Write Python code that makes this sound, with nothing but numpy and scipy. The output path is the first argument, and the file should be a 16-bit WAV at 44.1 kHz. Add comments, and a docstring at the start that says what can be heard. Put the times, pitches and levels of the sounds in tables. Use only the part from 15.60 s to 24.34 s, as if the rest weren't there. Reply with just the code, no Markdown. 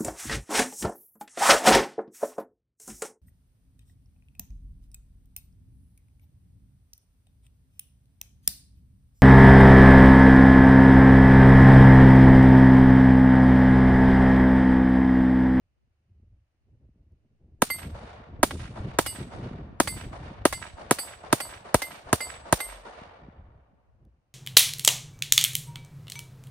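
"""Wind buffets a phone's microphone in a field: rumble, flutter, pops and a rare tick over a faint hiss.
From 2 s, ten pistol shots go off a few metres away, each a blast and a crack doubled off the ground.
Some 80 ms after each shot a knock comes from downrange; all but the second set a steel plate ringing.
Bushes and tree lines send the blast back for over a second. At 7 s a deep hum swells briefly
behind the last shot, and the wind carries on as the echoes fade."""
import sys
import numpy as np
from scipy import signal
from scipy.fft import rfft, irfft, next_fast_len
from scipy.io import wavfile
from scipy.ndimage import uniform_filter1d

SR = 44100
rng = np.random.default_rng(int(sys.argv[2]) if len(sys.argv) > 2 else 0)


def wav_out(sig):
    """Save sig, one row per channel (or a flat mono array), as 16-bit PCM at SR to the path in sys.argv[1]."""
    wavfile.write(sys.argv[1], SR, np.round(np.clip(np.atleast_2d(sig).T, -1, 1) * 32767).astype(np.int16))


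N = 385434
SIZE = next_fast_len(N + SR)
HZ, TIME = np.maximum(np.arange(SIZE // 2 + 1) * SR / SIZE, 1), np.arange(N) / SR
SIDES = np.array([[.5], [-.5]])  # spreads a pan, left minus right in dB, over the two channels

# tone of the hiss and of the two wind layers: (frequency [Hz], relative level [dB])
HISS_EQ = [(180, -26.5), (300, -7.5), (701, -11.5), (978, -16.5), (2930, -19), (3290, -27), (9240, -31),
           (16000, -39.5)]
RUMBLE_EQ = [(15, -31), (40, -4), (65, 3.5), (110, -1.5), (200, -28), (500, -90)]
FLUTTER_EQ = [(60, -32.5), (120, -5.5), (200, -9.5), (330, -15.5), (700, -30.5), (1500, -58.5),
              (4000, -110)]
# fader moves of the wind: (time [s], rumble level [dB], flutter level [dB])
GUSTS = [(0, -67.5, -85), (.43, -72.5, -84), (.5, -56, -75), (.66, -58.5, -73.5), (.77, -53.5, -69),
         (.85, -76, -87), (.94, -66.5, -84), (1.02, -70, -86.5), (1.11, -54.5, -65), (1.601, -65, -67.5),
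         (2.151, -59, -56.5), (2.26, -41.5, -45), (2.52, -51, -56), (2.741, -41.5, -45.5), (3.15, -37, -36),
         (3.5, -42.5, -48), (3.95, -41.5, -36), (4.119, -44, -45.5), (4.42, -37, -41.5),
         (4.72, -48.5, -45.5), (5.051, -52, -55), (5.5, -56, -63), (6.0, -53, -59.5), (6.3, -61.5, -63.5),
         (7.3, -60, -67), (7.9, -51.5, -59), (8.25, -64, -75.5), (8.47, -59.5, -67), (8.74, -75.5, -88)]
# single eddies hitting the capsules: (time [s], level [dB], pitch [Hz])
EDDY_POPS = [(.04, -60, 70), (.3, -64, 70), (0.596, -55.5, 200), (.74, -55, 90), (1.287, -50, 200),
             (1.355, -53.5, 200), (1.459, -59, 200), (1.518, -65.5, 200), (1.655, -59.5, 150),
             (1.824, -51, 69.6), (1.944, -65.5, 200), (2.171, -41, 90.3), (2.26, -32.5, 110),
             (2.73, -34, 80), (3.045, -30, 129.9), (3.193, -24.5, 80), (3.583, -27.5, 200),
             (3.909, -25.5, 200), (4.123, -35.5, 200), (4.36, -33, 129.8), (4.455, -29.5, 70),
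             (4.511, -33.5, 200), (5.129, -34, 69.9), (5.635, -44.5, 200), (5.69, -41.5, 80),
             (5.951, -45.5, 69.96), (6.37, -48, 110.2), (6.454, -40.5, 69.5), (6.66, -46.5, 68.5),
             (6.735, -44, 79.5), (6.773, -44.5, 80), (6.83, -46.5, 80.4), (7.413, -35, 200),
             (7.593, -50.5, 200), (7.681, -33, 200), (7.875, -42, 70.9), (7.949, -42.5, 89.7),
             (8.08, -54, 80)]
# faint ticks: (time [s], level [dB])
TICK_CUES = [(1.521, -80), (8.451, -68)]
# pistol shots: (time [s], blast gain [dB], crack gain [dB], low cut of the phone's wind filter [Hz])
SHOT_CUES = [(2.0205, -1, -6.5, 260), (2.8309, 1.5, -9, 224.5), (3.3878, -1, -9.5, 207),
             (4.201, -1, -6, 212), (4.8537, -0.5, -8.5, 200), (5.31, 0.5, -6, 126.6),
             (5.7279, 0, -5, 111.2), (6.144, -1.5, -5.5, 36), (6.529, -1, -8.5, 63.15),
             (6.926, -1.5, -6, 35.9)]
# tone of the muzzle blast: (frequency [Hz], relative level [dB])
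BLAST_EQ = [(40, 1), (170, 8.5), (400, -2.5), (900, -2), (1700, -7), (2400, -17), (4000, -31.5),
            (6500, -16.5), (17000, -40.5)]
# microphone port resonances: (frequency [Hz], width [Hz], gain [dB])
PORT_RINGS = [(9880, 2300, 8), (14000, 1700, -54), (4115, 1100, -33)]
# slaps off single reflectors: (delay [s], gain [dB], pan [dB], low cut [Hz], high cut [Hz])
SLAPS = [(0.124, -36, 1, 399.8, 1800), (.138, -33, -3, 401.5, 1330), (.163, -36.5, -3, 407, 3500),
         (.172, -23.5, -14.5, 1690, 3660), (0.185, -24, -1, 1740, 3500), (0.198, -35, -10.5, 414.7, 2560),
         (.21, -23, -1.5, 1800, 3800), (.225, -26, 1, 1876, 3600), (.246, -30, -2, 2050, 3600),
         (.33, -31.5, 4, 404, 1310), (.345, -32, 1.3, 410.6, 1500)]
# belts of bushes and trees: (delay of the peak [s], level [dB], rise [dB/s], fall [dB/s], pan [dB],
# tilt about 1 kHz [dB/octave], twig lift [dB])
TREE_BELTS = [(.03, -56.5, 60, 44.5, -0.5, 7, -0.6), (.168, -50, 1200, 119.5, -2.5, 1, 6.5),
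              (.215, -50, 300.5, 170, 0.1, -0.3, 4), (0.328, -43, 1501.5, 200, 0, -3.5, -1.2),
              (.36, -44.5, 296, 301, 1, -1, -0.9), (.46, -44, 87.5, 27, 0.1, 0.12, 0.7),
              (1.0, -64, 28, 7.5, 2.2, 4.5, .1)]
# tone of the foliage: (frequency [Hz], third-octave gain [dB])
LEAF_EQ = [(150, -25.5), (300, -23), (600, -6), (1200, -8.5), (2500, -10), (4500, -10), (7000, -7),
           (9500, 7.5), (11500, -13), (16000, -52.5)]
# scatter off the nearby grass and the shooter: (frequency [Hz], third-octave level [dB], t60 [s])
NEAR_SCATTER = [(200, -28, 0.044), (599, -19.5, 0.042), (1430, -35.5, 0.078), (3500, -31, 0.058),
                (6140, -42.5, 0.13), (9100, -27.5, 0.14), (11930, -28, 0.08), (14000, -36, 0.22)]
# bullets landing downrange, the second a miss: (time [s], clack gain [dB], thud gain [dB],
# ring gain [dB], spot across the plate [0-1], spot up the plate [0-1])
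BULLET_CUES = [(2.101, -35, -23, 6.5, .115, 0.45), (2.9083, -34, -22, -27, 0.4, .3),
               (3.462, -21, -21.5, 7, .265, .235), (4.2739, -22.5, -19, 4.5, .37, 0.35),
               (4.9262, -20.5, -19, -4.5, .325, .055), (5.3861, -28, -22, 5.5, .385, 0.26),
               (5.8028, -24.5, -21, -0.5, .31, 0.3), (6.2193, -19, -20.5, 2.1, .265, .46),
               (6.6047, -34, -22.5, 2, .355, .1), (7.003, -27.5, -23.5, 1.9, .1, 0.4)]
# steel plate modes: (frequency [Hz], t60 [s], pan [dB], level if struck on a crest [dB],
# half waves across [count], half waves up [count])
PLATE_MODES = [(2078, .18, -3, -30, 0, 2), (2900, .21, -4, -41.5, 4, 1), (4578, .22, -7, -39.5, 6, 0),
               (4915, .26, -9, -47, 3, 1), (7891, .44, 0, -31, 6, 1), (8500, .31, 0, -27.5, 1, 3),
               (10075, .25, 0, -36, 3, 3), (11070, .23, 0, -34.5, 5, 1), (12610, .27, 0, -30.5, 1, 7),
               (13290, .28, 0, -42, 1, 6), (13440, .34, 0, -43, 3, 6), (15045, .26, 0, -43, 5, 4)]


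def undb(db):
    return 10 ** (np.asarray(db) / 20)


def curve(table, hz, col=1):
    """Reads a table on a log-frequency axis."""
    return np.interp(np.log(hz), np.log(np.array(table)[:, 0]), np.array(table)[:, col])


def unit(x):
    return x / np.sqrt(np.mean(x ** 2))


def shaped(x, eq):
    """Runs x through an EQ curve and brings it to unit RMS."""
    return unit(irfft(rfft(x, SIZE) * undb(curve(eq, HZ)), SIZE)[..., :N])


def delay(s, hz=HZ):
    return np.exp(-2j * np.pi * hz * s)


def add(out, x, s):
    i = int(round(s * SR))
    out[:, i:i + x.shape[-1]] += x[..., :N - i]


def wander(rate_hz):
    """Glides from one random value to the next; spread near 1."""
    hold = int(SR / rate_hz)
    return 1.2 * uniform_filter1d(np.repeat(rng.standard_normal(N // hold + 1), hold), hold)[:N]


def hiss(level_db=-84):
    """A steady bed of distant leaves and the microphone's own noise."""
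    return shaped(rng.standard_normal((2, N)), HISS_EQ) * undb(level_db)


def wind():
    """Eddies thump the capsules: low noise in short uneven puffs, nearly alike on both sides."""
    s, rumble_db, flutter_db = np.transpose(GUSTS)
    noise = rng.standard_normal((2, N))
    eddy_db = 3.5 * wander(24)  # one eddy strikes both layers
    rumble = shaped(noise[0] * undb(eddy_db + 2 * wander(13)), RUMBLE_EQ)
    flutter = shaped(noise[1] * undb(eddy_db + 5 * wander(50)), FLUTTER_EQ)
    mid = rumble * undb(np.interp(TIME, s, rumble_db)) + flutter * undb(np.interp(TIME, s, flutter_db))
    side = np.roll(mid, SR // 2) * undb(-10)
    return np.array([mid + side, mid - side])


def pops():
    """A single eddy lands as a lopsided pressure bump, about one cycle long."""
    out, t = np.zeros((2, N)), np.arange(SR // 10) / SR
    for s, db, hz in EDDY_POPS:
        add(out, undb(db) * 9 * hz * t * np.sin(2 * np.pi * hz * t) * np.exp(-3.5 * hz * t), s)
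    return out


def ticks(t60=.012):
    """Tiny, dry bursts of noise in the centre."""
    out, t = np.zeros((2, N)), np.arange(SR // 100) / SR
    for s, db in TICK_CUES:
        add(out, undb(db - 60 * t / t60) * rng.standard_normal(len(t)), s)
    return out


def port_ring(hz):
    """Response of the cavities in front of the capsules, which ring on a sharp attack."""
    return sum(undb(db) / (1 + 1j * (hz - pitch ** 2 / hz) / width) for pitch, width, db in PORT_RINGS)


def shots(ground_s=.003094, lead_in_s=.05):
    """Muzzle blast and bright crack, direct and off the ground; the blast slaps back off reflectors."""
    out, size = np.zeros((2, N)), 1 << 15
    hz = np.maximum(np.arange(size // 2 + 1) * SR / size, 1)
    body = undb(24.5 + curve(BLAST_EQ, hz)) * delay(np.array([[0], [.00007]]), hz)  # left side first
    bounce = delay(ground_s, hz)
    blast = body * (1 + undb(-2.8 * SIDES) * bounce / (1 + (200 / hz) ** 4))  # soft soil swallows bass
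    slap_spread_db = 4.8 * rng.standard_normal((len(SHOT_CUES), len(SLAPS)))
    for (s, blast_db, crack_db, cut_hz), trims_db in zip(SHOT_CUES, slap_spread_db):
        gas_jet = rng.standard_normal((2, 400)) * undb(-13 - 60 * np.arange(400) / SR / .008)
        crack = 3 * port_ring(hz) * (1 + rfft(gas_jet, size)) * (1 + undb(-6.5) * bounce)
        slaps = sum(undb(db + trim + pan * SIDES) * delay(lag, hz)
                    / (1 + (hz / top) ** 4) / (1 + (bottom / hz) ** 4)
                    for (lag, db, pan, bottom, top), trim in zip(SLAPS, trims_db))
        shot = undb(blast_db) * blast * (1 + slaps) + undb(crack_db) * crack
        low_cut = signal.freqs(*signal.butter(4, cut_hz, "high", analog=True), hz)[1]
        add(out, irfft(shot * low_cut * abs(low_cut) * delay(lead_in_s, hz), size), s - lead_in_s)
    return out


def foliage_tail(twig_hz=2500, air_db_per_s=48):
    """Grass and trees scatter each blast into a grainy wash; air eats the treble of late returns."""
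    peak_s, db, rise, fall, pan, tilt, lift = np.transpose(TREE_BELTS)[..., None, None]
    lag = np.arange(1900) / 1000  # envelopes run in 1 ms steps
    belt_db = db - np.maximum(rise * (peak_s - lag), fall * (lag - peak_s)) + SIDES * pan
    grain = rfft(rng.standard_normal((2, N)) * undb(1.4 * wander(200)), SIZE)  # trunks and branches
    # the trees stand in clumps, the same for every shot and shared by neighbouring bands
    clumps = np.repeat(rng.standard_normal((21, 2, len(lag) // 12 + 1)), 12, axis=2)
    clumps = uniform_filter1d(clumps, size=12)
    clumps = unit(uniform_filter1d(clumps, size=4, axis=0))[..., :len(lag)]
    out = np.zeros((2, N))
    for hz, clump in zip(160 * 2 ** (np.arange(21) / 3), clumps):  # third-octave bands
        tone_db = tilt * np.log2(min(hz, 3000) / 1000) + lift * np.exp(-2 * np.log2(hz / twig_hz) ** 2)
        trees_db = 10 * np.log10(np.sum(undb(belt_db + tone_db) ** 2, axis=0))
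        air_loss_db = air_db_per_s * (hz / 6000) ** .93 * lag
        far_db = trees_db + 1.5 * clump + curve(LEAF_EQ, hz) - air_loss_db
        near_db = curve(NEAR_SCATTER, hz) - 60 * lag / curve(NEAR_SCATTER, hz, col=2)
        tail_power = undb(far_db) ** 2 + undb(near_db) ** 2
        power = np.zeros((2, N // 44 + 2))
        for s, *_ in SHOT_CUES:
            ms = int(s * 1000)
            power[:, ms:ms + len(lag)] += tail_power[:, :power.shape[1] - ms]
        band = irfft(grain * np.cos(np.pi / 2 * np.clip(3 * np.log2(HZ / hz), -1, 1)), SIZE)[:, :N]
        out += unit(band) * [np.interp(TIME * 1000, np.arange(len(p)), np.sqrt(p)) for p in power]
    return out


def bullet_impacts(ring_rise_s=.0034, ground_s=.0036):
    """Bullets land with a clack and a thud; on the steel plate, the spot struck picks the modes that ring."""
    out, t = np.zeros((2, N)), np.arange(SR * 4 // 5) / SR
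    hz, t60, pan, mode_db, across, up = np.transpose(PLATE_MODES)[..., None]
    thud = signal.sosfilt(signal.butter(2, [350, 1800], "band", fs=SR, output="sos"), t == 0)
    thud = thud / thud.max() * undb(-5 * SIDES)
    dirt_band = signal.butter(2, [400, 2500], "band", fs=SR, output="sos")
    click_hz = np.maximum(np.arange(len(t) // 2 + 1) * SR / len(t), 1)
    click = irfft(port_ring(click_hz), len(t)) * (t < .02)
    phases = rng.random((len(BULLET_CUES), 2, len(PLATE_MODES), 1))
    for (s, clack_db, thud_db, ring_db, x, y), phase in zip(BULLET_CUES, phases):
        drive = np.abs(np.cos(np.pi * across * x) * np.cos(np.pi * up * y)) + .03  # faint on a node
        envelope = undb(ring_db + mode_db - 60 * t / t60) * (1 - np.exp(-t / ring_rise_s))
        beating = 1 + .35 * np.sin(2 * np.pi * (.002 * hz * t + phase[1]))  # close twin modes
        modes = drive * envelope * beating * np.sin(2 * np.pi * (hz * t + phase[0]))
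        lead_splash = rng.standard_normal((2, len(t))) * undb(-8.5 - 60 * t / .07)
        dirt_bank = signal.sosfilt(dirt_band, rng.standard_normal((2, len(t)))) * undb(-60 * t / .046)
        knock = undb(clack_db) * (click / click.max() + lead_splash) + undb(thud_db) * (thud + dirt_bank)
        add(out, knock + undb(pan.T * SIDES) @ modes, s)
        add(out, undb(-3) * knock, s + ground_s)  # the knock bounces off the ground
    return out


def deep_hum(start_s=7.03, level_db=-44, pitch_hz=44, swell_s=.075):
    """A soft, wavering sub tone that rises and dies away."""
    age = np.maximum(TIME - start_s, 0) / swell_s
    envelope = undb(level_db) * np.e * age * np.exp(-age ** 1.2)
    return envelope * np.sin(2 * np.pi * pitch_hz * TIME + .6 * wander(6.3))


def scene():
    """Gunfire, its tail and the impacts up front; wind and small noises underneath."""
    return shots() + foliage_tail() + bullet_impacts() + wind() + pops() + ticks() + deep_hum() + hiss()


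def record(dry, ceiling=1.1, top_hz=16600):
    """The phone smears the lows, narrows bass and treble, rounds the peaks and cuts the top."""
    lag_cycles = 1.05 * np.log((np.minimum(HZ, 9000) + 50) / 9000) - .26  # lows lag by about a period
    left, right = rfft(dry, SIZE) * np.exp(-2j * np.pi * lag_cycles)
    right = right * undb(3.7 * np.exp(-(np.log(HZ / 4200) / .32) ** 2))  # the right port adds presence
    left, right = np.array([left, right]) / (1 + (HZ / 15500) ** 8)  # capsule roll-off
    mono_treble, mono_bass = np.clip((HZ - 6800) / 900, 0, .85), np.clip(1 - HZ / 900, 0, .6)
    mid, width = (left + right) / 2, 1 - mono_treble - mono_bass
    left = width * left + (mono_bass + mono_treble * delay(.0002173)) * mid  # shared treble comes late
    right = width * right + (mono_bass + mono_treble) * mid
    rounded = np.tanh(irfft(np.array([left, right]), SIZE)[:, :N] / ceiling) * ceiling
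    return signal.sosfilt(signal.ellip(10, .2, 80, top_hz, fs=SR, output="sos"), rounded)


dry = scene()
out = record(dry)
wav_out(out)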